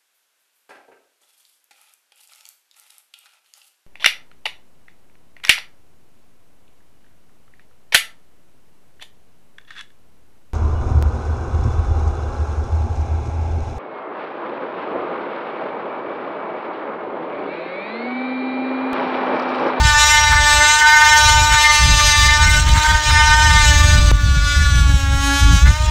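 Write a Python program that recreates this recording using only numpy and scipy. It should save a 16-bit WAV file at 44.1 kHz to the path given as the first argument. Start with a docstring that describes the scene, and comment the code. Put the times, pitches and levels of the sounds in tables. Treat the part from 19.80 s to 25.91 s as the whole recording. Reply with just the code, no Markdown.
"""In a yard, an oscillating multi-tool saws into a wooden post, about 300 blade strokes a second.
The post radiates low harmonics of the stroke and chatters through resonances when the blade bounces;
the teeth buzz as banks of higher harmonics and rasp as noise gated by each stroke.
Deep in the cut the motor sags and the sound turns cleaner, then the load eases.
Wind buffets the microphone as low, coloured noise with two pops; the tool is quieter after the second."""
import sys
import numpy as np
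from scipy.fft import rfft, irfft, next_fast_len
from scipy.io import wavfile
from scipy.ndimage import uniform_filter1d, minimum_filter1d, map_coordinates

SR = 44100
rng = np.random.default_rng(int(sys.argv[2]) if len(sys.argv) > 2 else 0)


def store_wav(level_fs):
    """Save 16-bit WAV to argv[1]."""
    pcm = np.round(np.clip(np.atleast_2d(level_fs), -1, 1) * 32767)
    wavfile.write(sys.argv[1], SR, pcm.T.astype(np.int16))


N = 269341


def amp(db):
    """Decibel law: 20 dB is a tenfold amplitude."""
    return 10 ** (np.asarray(db) / 20)


def unit(x):
    """Normalisation: scale to rms 1."""
    return x / np.sqrt(np.mean(x ** 2) + 1e-20)


def along(points, hz):
    """Spectral envelope: levels interpolated along a logarithmic frequency axis."""
    point_hz, level_db = np.transpose(points)
    return np.interp(np.log(hz + 1), np.log(point_hz + 1), level_db)


def curves(rows):
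    """Piecewise-linear control: one value per sample for each column after the time."""
    times_s, *columns = np.transpose(rows)
    t = np.arange(N) / SR
    return [np.interp(t, times_s, column) for column in columns]


def wobble(knots_per_s, size=2048, count=32):
    """Band-limited random modulation: a smooth curve through random knots."""
    coarse = np.arange(0, N + count, count)
    knots = rng.standard_normal(size)
    values = map_coordinates(knots, [coarse * knots_per_s / SR], mode="wrap")
    return np.interp(np.arange(N), coarse, values)


def filtered(x, response):
    """Linear filtering: the spectrum multiplied by a complex response of frequency."""
    m = next_fast_len(N + SR // 4)
    hz = np.fft.rfftfreq(m, 1 / SR)
    return irfft(rfft(x, m) * response(hz), m)[:N]


def coloured(x, spectrum):
    """Spectral shaping: x weighted by a spectrum, at rms 1."""
    return unit(filtered(x, lambda hz: amp(along(spectrum, hz))))


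def resonate(x, modes):
    """Modal response: x through parallel damped resonances of alternating sign, at rms 1."""
    def response(hz):
        total = 0
        for k, (centre_hz, width_hz, level_db) in enumerate(modes):
            damping = 1j * hz * width_hz
            total = total + (-1) ** k * amp(level_db) * damping / (centre_hz ** 2 - hz ** 2 + damping)
        return total

    return unit(filtered(x, response))


def harmonic(turns, order, lag=0):
    """Fourier component: one sinusoidal overtone of the stroke, at rms 1; lag in radians."""
    cycles = order * turns
    phase = (cycles - np.floor(cycles)).astype(np.float32)  # only the fraction of a cycle matters
    return np.sqrt(2) * np.sin(2 * np.pi * phase + lag)


# how hard and how crisply the teeth bite, before trims and modulation:
# start_s, buzz_level_db, finest_overtones_level_db
CUT = [(0.0, -23, -41), (0.17, -17.5, -39), (0.22, -11, -31), (0.58, -20.5, -43), (0.71, -16, -33),
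       (0.92, -14, -39), (1.0, -19.5, -40), (1.5, -13, -30.5), (1.58, -17.5, -39.5), (1.99, -13.5, -31.5),
       (2.09, -18, -36.5), (2.4, -13, -29), (2.67, -21, -45), (2.7, -17.5, -31), (2.84, -27, -51),
       (3.04, -21, -42), (3.21, -26, -50), (3.28, -17, -39), (3.71, -19, -40), (4.03, -18.5, -39),
       (4.39, -28, -45), (4.76, -18, -35), (5.24, -27, -36), (5.6, -14, -24.5), (5.99, -27, -45),
       (6.11, -20, -52)]
CRUISE_HZ, USUAL_BITE_DB = 298.6, -17  # stroke rate and buzz level in an ordinary cut


def driven(law, speed_hz):
    """Load dependence: a part's level in dB follows the bite and the motor's sag."""
    usual_db, per_bite, per_sag = law
    bite_db = curves(CUT)[0]
    return usual_db + per_bite * (bite_db - USUAL_BITE_DB) + per_sag * (CRUISE_HZ - speed_hz)


# the housing's low hum, before trim and flutter: start_s, harmonic_1_level_db, harmonic_2_level_db
HUM = [(0.0, -52, -42), (0.47, -53, -37), (0.83, -37.5, -29), (0.92, -47.5, -44.5), (1.29, -48.5, -36.5),
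       (3.77, -44.5, -40.5), (3.93, -36.5, -32), (5.02, -34.5, -40), (5.53, -20.5, -32.5), (5.7, -21, -42),
       (6.02, -53, -29), (6.11, -38.5, -29)]
# the housing's 4th harmonic follows the bite: ordinary_level_db, slope_db_per_db_of_bite, slope_db_per_hz_of_sag
WHINE_LAW = (-21.5, 0.52, -0.021)
HUM_TRIM_DB = 1


def housing(turns, speed_hz, flutter_db):
    """Forced vibration: the swinging drive shakes the body into a clean hum and a bite-driven whine."""
    levels_db = [db + HUM_TRIM_DB for db in curves(HUM)]
    levels_db.append(driven(WHINE_LAW, speed_hz))
    out = np.zeros(N)
    for order, db in zip((1, 2, 4), levels_db):
        out += amp(db + flutter_db * wobble(22.11)) * harmonic(turns, order, order)
    return out


# the post driven by the blade, before trims and modulation:
# start_s, low_note_level_db, upper_ring_level_db, ring_centre_hz
POST = [(0.0, -19.5, -23.5, 1770), (0.07, -21, -17.5, 1670), (0.46, -16.5, -14, 1770),
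        (0.58, -21.5, -17, 1720), (1.22, -13.5, -10, 1590), (1.61, -16.5, -19.5, 1380),
        (1.9, -18.5, -14, 2190), (2.14, -25.5, -23.5, 1670), (2.5, -25.5, -16, 2090), (2.6, -20, -19, 1460),
        (2.7, -24.5, -13, 1990), (2.81, -30, -20, 1370), (2.87, -25, -33, 1760), (3.15, -18, -14.5, 1510),
        (3.23, -27.5, -29, 1730), (3.37, -16, -12.5, 1640), (3.54, -16, -16, 1470),
        (3.81, -19, -15.5, 1880), (4.27, -40, -26.5, 1520), (4.78, -43, -14.5, 1310),
        (5.17, -30.5, -24, 1560), (5.56, -22.5, -17.5, 1540), (5.85, -31.5, -20.5, 1520),
        (6.11, -21, -32.5, 1980)]
RING_WIDTH_HZ, NOTE_TRIM_DB = 310, 0.5
RING_SKIRT_DB, SKIRT_DB_PER_HZ = -7.5, 1.2  # skirt under the ring, and its fall as the motor sags
RING_SWAP_DB, SWAP_KNOTS_PER_S = 2.5, 7  # the ring's overtones slowly trade strength


def ringing(speed_hz, orders):
    """Resonant weighting: the lowest harmonic is the note, the others share a moving ring; levels in dB."""
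    note_db, ring_db, centre_hz = curves(POST)
    off = (np.outer(orders[1:], speed_hz) - centre_hz) / RING_WIDTH_HZ
    skirt_db = RING_SKIRT_DB - SKIRT_DB_PER_HZ * np.maximum(CRUISE_HZ - speed_hz, 0)
    swap_db = [RING_SWAP_DB * wobble(SWAP_KNOTS_PER_S) for _ in off]
    share = (np.exp(-off ** 2) + amp(skirt_db)) * amp(swap_db)
    # only the division of the ring changes, not its total power
    share_db = 20 * np.log10(share / np.linalg.norm(share, axis=0))
    return [note_db + NOTE_TRIM_DB, *(ring_db + share_db)]


def post(turns, speed_hz, rough, flutter_db, sway, lean_db):
    """Radiation of low harmonics: an uneven bite makes the upper ones flutter most."""
    orders = (3, 5, 6, 7)
    bite, lean = wobble(65), wobble(21)
    out = np.zeros(N)
    for order, level_db in zip(orders, ringing(speed_hz, orders)):
        unrest = rough * (order / max(orders)) ** 1.35
        shared_lean_db = lean_db * rough ** 2 * lean
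        own_flutter_db = flutter_db * unrest * np.tanh(bite + wobble(45))
        gain = amp(level_db + shared_lean_db + own_flutter_db)
        out += gain * harmonic(turns, order, sway * unrest * wobble(45))
    return out


# blade resonances that weight the low overtones, relative: frequency_hz, level_db
BUZZ = [(2200, 0), (2380, -0.5), (2600, -1.5), (2880, -5.5), (3030, 2), (3230, -6), (3460, 3), (3650, -3.5),
        (3900, 1.5), (4300, -5.5)]
# blade resonances that weight the middle and finest overtones, relative: frequency_hz, level_db
EDGE = [(4300, -0.5), (5000, -0.5), (5600, 1.5), (6050, 0), (6400, 1), (7300, -4), (8000, -6),
        (9000, -12.5), (9700, -13), (10500, -21), (13000, -22), (15800, -28)]


def teeth(turns, speed_hz, rough, orders, spectrum, drift_db, flutter_db, smear, sway, count=48):
    """Source and filter: each stroke's overtones slide across blade resonances and flutter when rough."""
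    s = np.arange(0, N, count) / SR
    speed_hz, rough = speed_hz[::count], rough[::count]

    def wander(knots_per_s, size=512):
        """Independent modulation: one smooth random curve per overtone."""
        place = [s * knots_per_s]
        return np.array([map_coordinates(rng.standard_normal(size), place, mode="wrap") for _ in orders])

    def hold(values):
        """Sample and hold: control values repeated up to audio rate."""
        return np.repeat(values.astype(np.float32), count)[:N]

    resonance_db = along(spectrum, np.outer(orders, speed_hz))
    unrest_db = flutter_db * rough * np.tanh(wander(48))
    gains = amp(resonance_db + drift_db * wander(3.607) + unrest_db)
    # the bank keeps an even short-term power
    power = uniform_filter1d(np.sum(gains ** 2, axis=0), size=160)
    gains /= np.sqrt(np.abs(power))
    # the overtones arrive out of step, so each snap is spread over the stroke
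    lags = smear * wander(1.116) + sway * rough * wander(34)
    return sum(hold(gain) * harmonic(turns, order, hold(lag)) for order, gain, lag in zip(orders, gains, lags))


# spectrum of tearing fibres, relative: frequency_hz, level_db
RASP = [(300, -7.5), (700, -1), (1500, -26), (2400, -0.5), (3800, 3.5), (4500, 0), (6500, 2.5),
        (7600, -3.5), (8800, -9), (10500, -14.5), (13500, -24), (15800, -38)]


def rasp(turns, depth, grain_db):
    """Amplitude-modulated noise: fibres tear in a burst on every stroke, no two bursts alike."""
    burst = np.exp(depth * np.cos(2 * np.pi * turns))
    grain = amp(grain_db * wobble(330))
    return coloured(burst * grain * rng.standard_normal(N), RASP)


# resonances of post and blade under a bounce, relative: centre_hz, width_hz, level_db
KNOCK = [(900, 147, -0.5), (1570, 510, 5), (1920, 350, 8), (2092, 280, 7.5)]


def chatter(turns, scatter_s, scrape):
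    """Impact excitation: one bounce a stroke, random in force and timing, plus scraping noise."""
    starts = np.flatnonzero(np.diff(np.floor(turns)) > 0)
    late, force = rng.standard_normal((2, len(starts)))
    places = np.clip(starts + (late * scatter_s * SR).astype(int), 0, N - 1)
    blows = np.bincount(places, force, N)
    return resonate(unit(blows) + scrape * rng.standard_normal(N), KNOCK)


def hiss(rasp_db):
    """Narrow-band noise: a thin high hiss rises and falls with the rasp."""
    return amp(-30.0 + 0.5 * rasp_db) * resonate(rng.standard_normal(N), [(15300, 200, 0)])


# blade speed under load, before random slip: start_s, stroke_rate_hz
SPEED = [(0.0, 300.5), (0.17, 295.9), (0.31, 299.8), (0.75, 295.5), (1.07, 303.1), (2.41, 296.2),
         (3.11, 306.1), (3.35, 301.4), (3.61, 304.3), (3.96, 295.3), (4.13, 297.4), (4.56, 287.3),
         (4.64, 289.8), (4.9, 287.2), (5.27, 274.8), (5.66, 281.9), (5.78, 276.0), (5.9, 298.5),
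         (5.99, 306.5), (6.11, 308.4)]
# skips of the blade in the slot, levels before mixing: centre_s, level_db, length_s
SKIPS = [(0.134, -38.5, 0.015), (0.532, -23, 0.039), (0.863, -40, 0.012), (1.021, -21, 0.013),
         (1.063, -19, 0.013), (1.083, -41, 0.01), (1.15, -25, .014), (1.26, -44, 0.029), (1.74, -21, 0.027),
         (2.207, -23, .02), (2.64, -22.5, 0.017), (2.883, -26, 0.025), (2.973, -21.5, 0.036),
         (3.055, -24, 0.038), (3.124, -24, 0.017), (3.308, -20, .016), (3.483, -33, 0.01),
         (3.704, -24, 0.011), (5.875, -20.5, 0.023)]
# levels that follow bite and sag, before modulation and mixing; each law is
# ordinary_level_db, slope_db_per_db_of_bite, slope_db_per_hz_of_sag
BUZZ_LAW = (-20.5, 0.76, 0.06)
EDGE_LAW = (-22.5, 0.91, 0.053)
RASP_LAW = (-36, 0.14, -0.14)
FIZZ_TRIM_DB = -2  # finest overtones
ROUGH_DB, PINCH_HZ = 17, 300  # how soon tearing roughens contact; stroke rate below which the slot pinches


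def multitool(jitter, slip_hz, grab_db):
    """Common periodic excitation: the tonal parts, bursts and bounces share the same strokes."""
    t = np.arange(N) / SR
    speed_hz, = curves(SPEED)
    buzz_db, edge_db, rasp_db = (driven(law, speed_hz) for law in (BUZZ_LAW, EDGE_LAW, RASP_LAW))
    fizz_db = curves(CUT)[1] + FIZZ_TRIM_DB

    # the blade always bounces a little while it tears, and now and then skips
    skips = np.zeros(N)
    for centre_s, level_db, length_s in SKIPS:
        distance = np.minimum(np.abs(t - centre_s) / length_s, 10)
        skips += amp(level_db) * np.exp(-2 * distance ** 2)
    bounce = np.hypot(skips, amp(0.95 * rasp_db - .5))
    bouncy = np.clip(np.sqrt(bounce / amp(-32.0)), 0, 1.2)

    # strong tearing relative to the buzz makes contact less regular
    rough = np.clip(amp(.8 * rasp_db - .35 * buzz_db + ROUGH_DB), .1, 1.1)
    # a slot that pinches the blade slows it and also holds it steady
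    pinch = np.clip((PINCH_HZ - speed_hz) / 10, 0, 1)
    rough = rough * (1 - .3 * pinch)

    turns = np.cumsum(speed_hz + slip_hz * rough * wobble(25)) / SR
    contact = turns + jitter * rough * wobble(170)
    # the teeth grab and let go: all their overtones swell together, the finest ones most
    grab = grab_db * (wobble(20) + 1.3 * rough * wobble(80))
    catch = 1.3 * (wobble(24.19) + rough * wobble(75))

    low, mid, high = np.arange(8, 15), np.arange(15, 29), np.arange(29, 55)  # harmonic orders
    buzz = teeth(contact, speed_hz, rough, low, BUZZ, drift_db=1.0, flutter_db=9.5, smear=1.46, sway=0.71)
    edge = teeth(contact, speed_hz, rough, mid, EDGE, drift_db=3.5, flutter_db=9.5, smear=0.87, sway=0.82)
    fizz = teeth(contact, speed_hz, rough, high, EDGE, drift_db=4.5, flutter_db=13, smear=2.5, sway=1.0)
    blade = amp(buzz_db + grab + 2.6) * buzz
    blade += amp(edge_db + grab + .5 * catch + 3.5) * edge
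    blade += amp(fizz_db + grab + catch + 3) * fizz

    body = housing(turns, speed_hz, flutter_db=2.5)
    wood = amp(1.5) * post(contact, speed_hz, bouncy, flutter_db=6, sway=1.0, lean_db=1.5)
    tearing = amp(rasp_db + grab - 1.5 * pinch + 10.5) * rasp(turns, depth=0.34, grain_db=3.1)
    bounces = amp(4.0) * bounce * chatter(turns, scatter_s=0.00021, scrape=1.0)
    return body + wood + blade + tearing + bounces + hiss(rasp_db)


# the breeze between the gusts, before quick swings: start_s, level_db
BREEZE = [(0, -21.5), (.45, -25.5), (1, -34.5), (1.4, -28.5), (2.4, -26.5), (3.2, -31), (4.1, -19),
          (5.4, -20), (6.11, -23)]
# gusts on the microphone, before trim and quick swings: start_s, length_s, level_db
GUSTS = [(0, 0.053, -10.5), (0.497, 0.14, -17.5), (0.727, 0.06, -20.5), (1.441, .19, -15),
         (1.712, .03, -18), (2.013, 0.15, -12), (2.237, 0.064, -17.5), (2.38, 0.14, -14), (2.582, 0.4, -12),
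         (3.086, 0.074, -14.5), (3.28, 0.6, -15), (3.877, 0.48, -10.5), (4.418, 0.24, -13),
         (4.768, .4, -13), (5.234, 0.11, -14.5), (5.627, .13, -7), (5.84, 0.055, -4), (6.006, .11, -15.5)]
GUST_RISE_S, GUST_FALL_S, GUST_TRIM_DB = .012, .025, -0.5
SWING_DB, SWING_KNOTS_PER_S = 1.6, 12  # quick swings within the wind


def buffeting():
    """Exponential envelopes: gusts rise, hold and fall over a slow breeze; strength in dB."""
    t = np.arange(N) / SR
    gusts = np.zeros(N)
    for start_s, length_s, level_db in GUSTS:
        before = (start_s - t) / GUST_RISE_S
        after = (t - start_s - length_s) / GUST_FALL_S
        outside = np.clip(np.maximum(before, after), 0, 20)
        gusts += amp(level_db + GUST_TRIM_DB) * np.exp(-outside)
    strength = np.hypot(gusts, amp(curves(BREEZE)[0]))
    return 20 * np.log10(strength) + SWING_DB * wobble(SWING_KNOTS_PER_S)


# spectrum of the large eddies, relative: frequency_hz, level_db
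RUMBLE = [(15, -17), (32, -14), (52, 2), (80, -2.5), (120, -15), (180, -34.5), (280, -35), (500, -58),
          (1500, -81), (5000, -120)]
# spectrum of the smaller eddies of a hard gust, relative: frequency_hz, level_db
FLAP = [(60, -6), (110, 6.5), (160, 8.5), (230, -9.5), (330, -24.5), (600, -24), (1500, -47), (5000, -120)]


def wind(evenness, growth):
    """Turbulent pressure: eddies slap the microphone port; harder gusts shed smaller, brighter ones."""
    buffet_db = buffeting()
    eddies = coloured(rng.standard_normal(N), RUMBLE)
    # the eddies' own swells are evened out before the gusts shape them
    swell = np.abs(uniform_filter1d(uniform_filter1d(eddies ** 2, size=2200), size=1100))
    rumble = amp(buffet_db) * unit(eddies / (swell + 0.018) ** (evenness / 2))
    flap_db = growth * np.minimum(buffet_db, -10) + 3 * wobble(25)
    flaps = unit(amp(flap_db) * coloured(rng.standard_normal(N), FLAP))
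    return rumble + amp(-29.0) * flaps


# wind pops, levels before the push and crackle are scaled: start_s, level_db
POPS = [(4.23, -28), (4.3149, -12)]


def pops(life_s, dull_hz):
    """Decaying pressure pulse: a sudden push of air with a little crackle, softened by a low-pass."""
    t = np.arange(N) / SR
    push = np.zeros(N)
    for start_s, level_db in POPS:
        push += amp(level_db) * (t >= start_s) * np.exp(-np.abs(t - start_s) / life_s)
    crackling_push = push * (1.5 * rng.standard_normal(N) - 2.5)
    return filtered(crackling_push, lambda hz: 1 / (1 + 1j * hz / dull_hz))


# the tool's level drops sharply near the second pop, then partly recovers and stays lower: start_s, level_db
DIP = [(4.304, -2.5), (4.308, 0), (4.32, -17), (4.333, -8)]


def scene():
    """Superposition: tool, wind and pops add in the open air."""
    dip_db, = curves(DIP)
    tool = multitool(jitter=0.0055, slip_hz=.9, grab_db=1.11)
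    air = wind(evenness=1.0, growth=2.73) + pops(life_s=0.0027, dull_hz=1290)
    return (tool * amp(dip_db) + air)[None]


TOP_HZ = 15850


def record(dry):
    """Limiting and band limitation: fast gain holds peaks near full scale, then a sharp low-pass."""
    needed = np.minimum(1, .97 / (np.abs(dry[0]) + 1e-9))
    gain = uniform_filter1d(minimum_filter1d(needed, size=200), size=200)
    return filtered(dry[0] * gain, lambda hz: hz < TOP_HZ)[None]


dry = scene()
out = record(dry)
store_wav(out)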